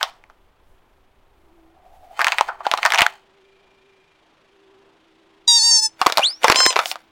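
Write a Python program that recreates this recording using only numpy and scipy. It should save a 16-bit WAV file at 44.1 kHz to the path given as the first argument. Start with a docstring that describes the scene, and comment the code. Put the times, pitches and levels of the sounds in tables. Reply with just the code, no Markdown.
"""Bubble wrap pops under the tyre of a car that creeps over it, then over three squeaky rubber toys.
Each bursting bubble is a sharp crack and a short ring of air, amid rubbing that builds and relaxes.
The toys wail, squeal and bleat as their air is pressed out through reeds, and their plastic snaps.
The engine idles quietly, sound echoes between asphalt and car, and the loudest pops overload the mic."""
import sys
import numpy as np
from scipy import signal
from scipy.fft import rfft, irfft, next_fast_len
from scipy.io import wavfile
from scipy.ndimage import map_coordinates

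SR = 44100
rng = np.random.default_rng(int(sys.argv[2]) if len(sys.argv) > 2 else 0)


def file_out(sig):
    """Save sig as 16-bit WAV at sys.argv[1]."""
    # one column per channel
    cols = np.atleast_2d(sig).T
    # limit, then scale
    lim = np.clip(cols, -1, 1)
    pcm = np.round(lim * 32767).astype(np.int16)
    wavfile.write(sys.argv[1], SR, pcm)


N = 313551
TIME = np.arange(N) / SR
TOP_HZ = 16000

# Things that break. Each row: start in seconds, level in dB, ring pitch in Hz, echo and rubbing in dB.
BUBBLE_BURSTS = [(0.0116, -9, 1500, -28), (0.0296, 7, 3500, -22), (0.2395, -30, 2200, -60),
                 (0.2995, -28, 1330, -54), (2.1929, -3, 1166, -21), (2.2076, -2.5, 1600, -23),
                 (2.2162, 2, 1660, -21), (2.2453, 3.5, 2480, -24), (2.2687, 3, 1850, -18),
                 (2.2828, -1, 2770, -26), (2.3211, -1, 2516, -21), (2.3845, 1.5, 2200, -20),
                 (2.41, 7, 925, -25), (2.486, -12, 1435, -21), (2.604, -30, 1202, -31),
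                 (2.651, -22, 1400, -29), (2.6668, 2, 840, -26), (2.715, 3, 2800, -26),
                 (2.738, 4, 1100, -23), (2.7755, -5, 3940, -29), (2.7865, -9, 1200, -31),
                 (2.8307, 0, 2200, -25), (2.8521, 3, 1720, -14), (2.8614, 6, 1655, -20),
                 (2.9043, -4, 3180, -28), (2.9216, 3, 2090, -23), (2.9368, 0, 1636, -21),
                 (2.9461, 3, 2450, -22), (2.9868, 1, 2890, -18), (2.9913, 5, 2293, -17),
                 (3.0078, 5, 2156, -26), (3.0179, 2, 2055, -20), (3.0199, 9, 2716, -17),
                 (3.0645, 2, 1500, -36), (3.0659, 1, 1750, -35)]
TOY_SNAPS = [(6.0154, 3, 1211, -18), (6.063, 2, 1051, -18), (6.067, 8, 1146, -19), (6.0998, -6, 1500, -31),
             (6.1233, -5, 5320, -29), (6.173, 1, 4287, -21), (6.1817, 2, 1116, -19), (6.1935, -3, 794, -20),
             (6.4337, -10, 2965, -32), (6.4437, 10, 1000, -11), (6.482, 3, 2014, -17),
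             (6.4994, 10, 1150, -15), (6.5181, 0, 2220, -21), (6.5229, 3, 1974, -25), (6.559, 2, 3240, -25),
             (6.6041, 1, 1498, -23), (6.6633, 6, 1888, -27), (6.7597, -4, 2237, -21),
             (6.7645, 3, 1075, -22), (6.7908, 1, 1282, -17), (6.8578, -7, 3212, -37),
             (6.9148, -6, 3230, -34), (6.9571, -15, 1284, -40)]
# Tone colours of the wrap and the pops. Each row: frequency in Hz, relative level in dB.
FILM_COLOUR = [(200, -39.5), (420, -17), (700, 4.5), (3000, -7.5), (6000, -17), (10000, -24.5),
               (15500, -26.5)]
GROAN_COLOUR = [(200, -42.5), (550, -15.5), (740, 3), (1000, -23.5), (2500, -30), (8000, -41.5)]
CRACK_COLOUR = [(300, -29), (2500, 12.5), (5500, 7), (9000, -7.5), (16000, -15.5)]
# Reed pitches, which follow the tyre's pressure. Each row: time in seconds, pitch in Hz.
WAIL_PITCH = [(5.48, 955.2), (5.58, 920.2), (5.604, 870.0), (5.618, 876.7), (5.64, 920.3), (5.692, 925.7),
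              (5.718, 908.0), (5.762, 908.0), (5.808, 865.1), (5.844, 884.4), (5.88, 859.3)]
BLEAT_PITCH = [(6.545, 945.3), (6.563, 1014), (6.577, 1039), (6.611, 1050), (6.703, 1029), (6.745, 954.1)]
# How each toy's hollow body shapes its tone. Each row: frequency in Hz, relative level in dB.
WAIL_BODY = [(900, 4.5), (1800, -2), (2800, -3), (3700, 1), (4600, 1.5), (5500, -3.5), (6400, -4.5),
             (7400, -11.5), (8300, -13), (9200, -16.5), (10200, -27.5), (12500, -41), (15500, -51)]
SQUEAL_BODY = [(2400, 0.5), (5500, -3), (7500, -8), (9700, -4), (10500, -29), (15000, -31.5)]
BLEAT_BODY = [(1030, -4), (2080, -12.5), (3100, -10.5), (4150, -7.5), (5200, 1), (6250, -8), (7300, -6.5),
              (8300, -11.5), (9400, -26), (11000, -37.5), (15000, -38)]
# Tone colours of the toys' air and rubber. Each row: frequency in Hz, relative level in dB.
REED_AIR_COLOUR = [(2800, -22), (4200, 0), (7500, -2), (10000, -14), (15000, -26)]
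LEAK_COLOUR = [(300, -22.5), (5500, 4), (13500, -6.5), (15700, -0.5)]
RUBBER_COLOUR = [(80, -31.5), (350, -5), (800, 1.5), (2300, -0.5), (9000, -15.5), (15500, -23)]
# Tone colours of the car and the echo under it. Each row: frequency in Hz, relative level in dB.
RUMBLE_COLOUR = [(22, 1), (50, -8), (80, -9), (120, -21), (300, -45.5)]
ENGINE_COLOUR = [(50, -6), (250, 1), (400, 1), (1000, 1), (2500, -14), (6000, -41.5), (14000, -62)]
VALVE_COLOUR = [(500, -17.5), (1500, -3), (3300, -2), (4200, -9), (10000, -26), (15000, -36.5)]
ECHO_COLOUR = [(100, -23.5), (400, -0.5), (800, 10), (3500, 2.5), (6000, 1.5), (15000, -10.5)]
# Swells of engine whine. Each row: start in seconds, end in seconds, pitch in Hz, level in dB.
WHINE_SWELLS = [(0, 2.2, 385, -70), (1.35, 1.8, 331.5, -62), (2.2, 4.25, 388, -60),
                (4.1, 7.8, 324.6, -63.5), (4.4, 5, 391, -57.5), (5.05, 5.9, 391, -60.5)]
# The wheel rolls past and uncovers the engine. 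Each row: time in seconds, share uncovered from 0 to 1.
ENGINE_UNCOVERED = [(2.25, 0), (3.35, 1)]


def bubble_wrap(tread_hz=11, crease_db=-13, muffle_hz=1800):
    """The roll groans, creases and bursts under the tread, which muffles it for a moment."""
    groan = noise(GROAN_COLOUR) * envelope(start=1.1, attack=1, hold=.05, release=.4, db=-47)
    groan *= amp(1.5 * wobble(25) - 3.5 * np.cos(2 * np.pi * tread_hz * TIME))
    rubbing = strain(BUBBLE_BURSTS, build_s=.009, relax_s=.023)
    creases = amp(crease_db) * rubbing * crackle(FILM_COLOUR, per_second=1200)
    # the last air is driven into the end of the roll
    last_bubbles = flurry(start=2.93, end=3.03, db=-4, hz=2400, echo_db=-29)
    bursts = pops(BUBBLE_BURSTS + last_bubbles, ring_cycles=1.3, crack_db=0, crack_s=.00037,
                  low_cut_hz=560, knock_hz=865, knock_s=.0008, sideways_db=-1)
    wrap = groan + creases + bursts
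    treble = wrap - signal.sosfiltfilt(signal.butter(2, muffle_hz, fs=SR, output="sos"), wrap)
    blocked_share = envelope(start=2.41, attack=.08, hold=.14, release=.1, db=-2.5)
    return wrap - blocked_share * treble


def pops(table, ring_cycles, crack_db, crack_s, low_cut_hz, knock_hz, knock_s, sideways_db):
    """Each pop is a sharp crack, a few cycles of ringing air and a knock of the tyre, plus its echo."""
    out = np.zeros(N + SR)
    t = np.arange(SR // 30) / SR
    bass_cut = signal.butter(2, low_cut_hz, "high", fs=SR, output="sos")  # small things give little bass
    for start, db, hz, echo_db in table:
        ring = -amp(db) * np.sin(2 * np.pi * hz * t) * np.exp(-t * hz / ring_cycles)
        knock_pitch = knock_hz * np.exp(rng.normal(0, .25))
        knock = amp(db - 13) * np.sin(2 * np.pi * knock_pitch * t) * np.exp(-t / knock_s)
        # the crack grows faster than the ring, and is sharper for small, high-pitched air pockets
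        sharp_db = 1.25 * db + 3 * np.log2(hz / 2000)
        crack = coloured(rng.standard_normal(len(t)) * np.exp(-t / crack_s), CRACK_COLOUR)
        crack = amp(sharp_db + crack_db) * unit(crack) / np.sqrt(len(t))
        pop = signal.sosfilt(bass_cut, ring + knock + crack)
        # the burst also leaves sideways and returns from under the car
        sideways = coloured(signal.unit_impulse(len(t)), FILM_COLOUR)
        tail = signal.fftconvolve(unit(pop), echo())
        tail += amp(sideways_db) * signal.fftconvolve(unit(sideways), echo())
        tail *= amp(echo_db) / np.std(tail[:SR // 70])
        first = round(start * SR)
        out[first:first + len(t)] += pop
        out[first:first + len(tail)] += tail
    return out[:N]


def flurry(start, end, db, hz, echo_db, count=7):
    """Extra table rows for small pops of random time, strength and pitch."""
    return [(start + when * (end - start), db + 8 * (strength - .5), hz * 2 ** (pitch - .5), echo_db)
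            for when, strength, pitch in rng.random((count, 3))]


def strain(table, build_s, relax_s):
    """Loudness of the rubbing that builds up before each pop and relaxes after it."""
    power = np.zeros(N)
    for start, _, _, db in table:
        near = np.abs(TIME - start) < .5
        lag = TIME[near] - start
        power[near] += amp(db) ** 2 * np.exp(np.minimum(lag / build_s, -lag / relax_s))
    return np.sqrt(power)


def crackle(colour, per_second):
    """Countless tiny creases of unequal size, blurred by reflections off road and tyre."""
    sizes = amp(6 * np.minimum(rng.exponential(size=N), 3)) * rng.choice([-1, 1], N)
    ticks = sizes * (rng.random(N) < per_second / SR)
    t = np.arange(SR // 40) / SR
    blur = rng.standard_normal(len(t)) * np.exp(-t / .006)
    reflections = signal.fftconvolve(ticks, blur / np.linalg.norm(blur))[:N]
    return unit(coloured(ticks / 2 + reflections, colour))


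def squeaky_toys(air_db=-29, echo_db=-14):
    """Three toys give up their air one after another; breath hisses through the first one's reed."""
    wail, wail_level = wailing_toy()
    toys = wail + squealing_toy() + bleating_toy()
    toys += amp(air_db) * wail_level * noise(REED_AIR_COLOUR)
    tail = signal.fftconvolve(toys, echo(near_s=.038, far_s=.3, far_db=-28.5))[:N]
    return toys + amp(echo_db) * tail


def wailing_toy(emptying_db_per_s=9):
    """The first toy's shrinking hollow passes ever higher overtones. Returns its sound and loudness."""
    age = np.clip(TIME - 5.473, 0, 1)
    edge_hz = 3250 + 3150 * age
    # the reed jumps to a shriller buzz, then its air is briefly pinched off
    shrill_db = 20 * np.log10(1 + envelope(start=5.708, attack=.004, hold=.05, release=.25, db=8))
    pinched_share = envelope(start=5.775, attack=.03, hold=.012, release=.08, db=-4.5)

    def body_db(harmonic, hz, on):
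        """The body's colour: weak below the rising edge, brighter above it, with one shrill band."""
        below_edge = (1 - np.tanh((hz - edge_hz[on]) / 300)) / 2
        octaves_above = np.log2(np.maximum(hz / edge_hz[on], 1))
        band_db = (shrill_db[on] - 3) * np.exp(-((hz - 5750) / 1200) ** 2)
        return colour_db(WAIL_BODY, hz) + 2.5 * octaves_above - 24 * below_edge + band_db

    pitch = curve(WAIL_PITCH)
    level = envelope(start=5.473, attack=.006, hold=.385, release=.05, db=-9.6) * pressed(pitch)
    level *= (1 - pinched_share) * amp(.4 * shrill_db - emptying_db_per_s * age)
    return reed(pitch, level, body_db, jitter=.0007, flutter_db=1.5, rasp=.0073, harmonics=18), level


def squealing_toy(from_hz=2420, to_hz=6300, climb_s=.087):
    """The middle toy's rough squeal climbs quickly, then levels off."""
    def body_db(harmonic, hz, on):
        """The body's colour, with the overtones turned down."""
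        return colour_db(SQUEAL_BODY, hz) - 10 * min(harmonic - 1, 2)

    pitch = to_hz - (to_hz - from_hz) * np.exp(-np.maximum(TIME - 6.222, 0) / climb_s)
    level = envelope(start=6.193, attack=.042, hold=.028, release=.19, db=-14.5)
    return reed(pitch, level, body_db, jitter=.011, flutter_db=4.5, rasp=.24, harmonics=4)


def bleating_toy():
    """The last toy's short bleat rises and falls with the tyre's pressure."""
    pitch = curve(BLEAT_PITCH)
    level = envelope(start=6.522, attack=.04, hold=.137, release=.115, db=-15.2) * pressed(pitch)
    return reed(pitch, level, lambda harmonic, hz, on: colour_db(BLEAT_BODY, hz),
                jitter=.00066, flutter_db=1.6, rasp=.015, harmonics=15)


def reed(pitch, level, body_db, jitter, flutter_db, rasp, harmonics):
    """A buzzing reed: tones at whole multiples of an unsteady pitch, shaped by the toy's hollow body."""
    on = level > 1e-4
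    pitch = (pitch * (1 + jitter * wobble(160)))[on]
    phase = 2 * np.pi * np.cumsum(pitch) / SR + rasp * wobble(900)[on]
    tone, power = 0, 1e-12
    for harmonic in range(1, harmonics + 1):
        hz = harmonic * pitch
        gain = amp(body_db(harmonic, hz, on) + flutter_db * wobble(28)[on]) * (hz < TOP_HZ)
        tone += gain * np.sin(harmonic * phase + rng.uniform(0, 2 * np.pi))
        power += gain ** 2 / 2
    out = np.zeros(N)
    out[on] = tone / np.sqrt(power) * level[on]
    return out


def pressed(pitch, db_per_octave=44):
    """Loudness of a reed from its pitch: more pressure makes it both higher and louder."""
    return amp(db_per_octave * np.log2(pitch / pitch.max()))


def crushed_toys(scuff_db=-13):
    """Rubber scuffs, plastic parts snap and splinter, and the last air hisses out."""
    leak = noise(LEAK_COLOUR) * envelope(start=6.8, attack=.065, hold=.055, release=.05, db=-32)
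    rubbing = strain(TOY_SNAPS, build_s=.006, relax_s=.026)
    scuff = amp(scuff_db) * rubbing * crackle(RUBBER_COLOUR, per_second=600)
    splinters = flurry(start=6.5, end=6.73, db=-7, hz=2600, echo_db=-30)
    snaps = pops(TOY_SNAPS + splinters, ring_cycles=1.2, crack_db=6, crack_s=.0013,
                 low_cut_hz=230, knock_hz=521.4, knock_s=.00242, sideways_db=-3.5)
    return leak + scuff + snaps


def idling_car(firing_hz=27, chirp_hz=2390):
    """The engine rumbles and whines; valve hiss and a faint chirp throb with its firing."""
    uncovered = curve(ENGINE_UNCOVERED)
    rumble_db = np.interp(uncovered, [0, 1], [-57.5, -74.5])
    engine_db = np.interp(uncovered, [0, 1], [-62.2, -61.7])
    valve_db = np.interp(uncovered, [0, 1], [-71.5, -64.3])
    rumble = noise(RUMBLE_COLOUR) * amp(rumble_db + 2.5 * wobble(8.5))
    engine = noise(ENGINE_COLOUR) * amp(engine_db + .89 * wobble(6))
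    throb = np.sin(2 * np.pi * firing_hz * TIME)
    valves = noise(VALVE_COLOUR) * amp(valve_db + 2.5 * throb)
    chirp = np.sin(2 * np.pi * chirp_hz * TIME + 1.5 * wobble(90))
    chirp *= envelope(start=3.1, attack=.4, hold=.65, release=.3, db=-66) * amp(5 * throb)
    whine = 0
    for start, end, hz, db in WHINE_SWELLS:
        progress = np.clip((TIME - start) / (end - start), 0, 1)
        swell = np.abs(np.sin(np.pi * progress)) ** .5 * amp(db + 2.5 * wobble(7.1))
        whine += swell * np.sqrt(2) * np.sin(2 * np.pi * hz * TIME + wobble(27))
    return rumble + engine + valves + chirp + whine


def echo(near_s=.049, far_s=.27, far_db=-17, onset_s=.002):
    """Dense reflections between road and car floor, then a weaker, longer outdoor tail."""
    t = np.arange(SR // 3) / SR
    decay = amp(-60 * t / near_s) + amp(far_db - 60 * t / far_s)
    fade_in = 1 - np.exp(-(t / onset_s) ** 2)
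    tail = coloured(rng.standard_normal(len(t)), ECHO_COLOUR) * decay * fade_in
    return tail / np.linalg.norm(tail)


def envelope(start, attack, hold, release, db):
    """Loudness that rises 40 dB in the attack, holds, then falls 60 dB per release; times in seconds."""
    rise = np.minimum((TIME - start) / attack - 1, 0)
    fall = np.maximum(TIME - start - attack - hold, 0) / release
    return amp(db + np.maximum(40 * rise - 60 * fall, -200))


def wobble(per_second):
    """A smooth curve through this many random values a second."""
    values = rng.standard_normal(int(N * per_second / SR) + 4)
    coarse_time = np.arange(0, N + 32, 32) / SR
    return np.interp(TIME, coarse_time, map_coordinates(values, [coarse_time * per_second]))


def noise(colour):
    """Steady noise with the given tone colour and an average power of 1."""
    return unit(coloured(rng.standard_normal(N), colour))


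def coloured(x, colour):
    """Filters a sound to give it a tone colour."""
    size = 2 * next_fast_len(len(x) // 2 + 1024)
    cepstrum = irfft(np.log(amp(colour_db(colour, np.fft.rfftfreq(size, 1 / SR)))))
    # folding onto the first half makes the filter ring only after a sound, never before it
    cepstrum[1:size // 2] *= 2
    cepstrum[size // 2 + 1:] = 0
    return irfft(rfft(x, size) * np.exp(rfft(cepstrum)))[:len(x)]


def colour_db(colour, hz):
    """The level of a tone colour at any frequency, read between its rows."""
    row_hz, row_db = np.transpose(colour)
    return np.interp(np.log(hz + 1), np.log(row_hz + 1), row_db)


def curve(rows):
    """Joins rows of time and value with straight lines, giving one value per sample."""
    return np.interp(TIME, *np.transpose(rows))


def amp(db):
    """Turns decibels into a multiplier."""
    return 10 ** (np.asarray(db) / 20)


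def unit(x):
    """Scales a sound to an average power of 1."""
    return x / np.sqrt(np.mean(x ** 2) + 1e-20)


def scene():
    """Wrap, toys and car, heard at one close microphone."""
    return (bubble_wrap() + crushed_toys() + squeaky_toys() + idling_car())[None]


def record(dry):
    """The loudest pops overload the microphone and flatten; nothing above TOP_HZ is kept."""
    clipped = dry / (1 + np.abs(dry) ** 8) ** (1 / 8)
    size = next_fast_len(N + SR // 2)
    kept = np.fft.rfftfreq(size, 1 / SR) < TOP_HZ
    return irfft(rfft(clipped, size) * kept, size)[..., :N]


dry = scene()
out = record(dry)
file_out(out)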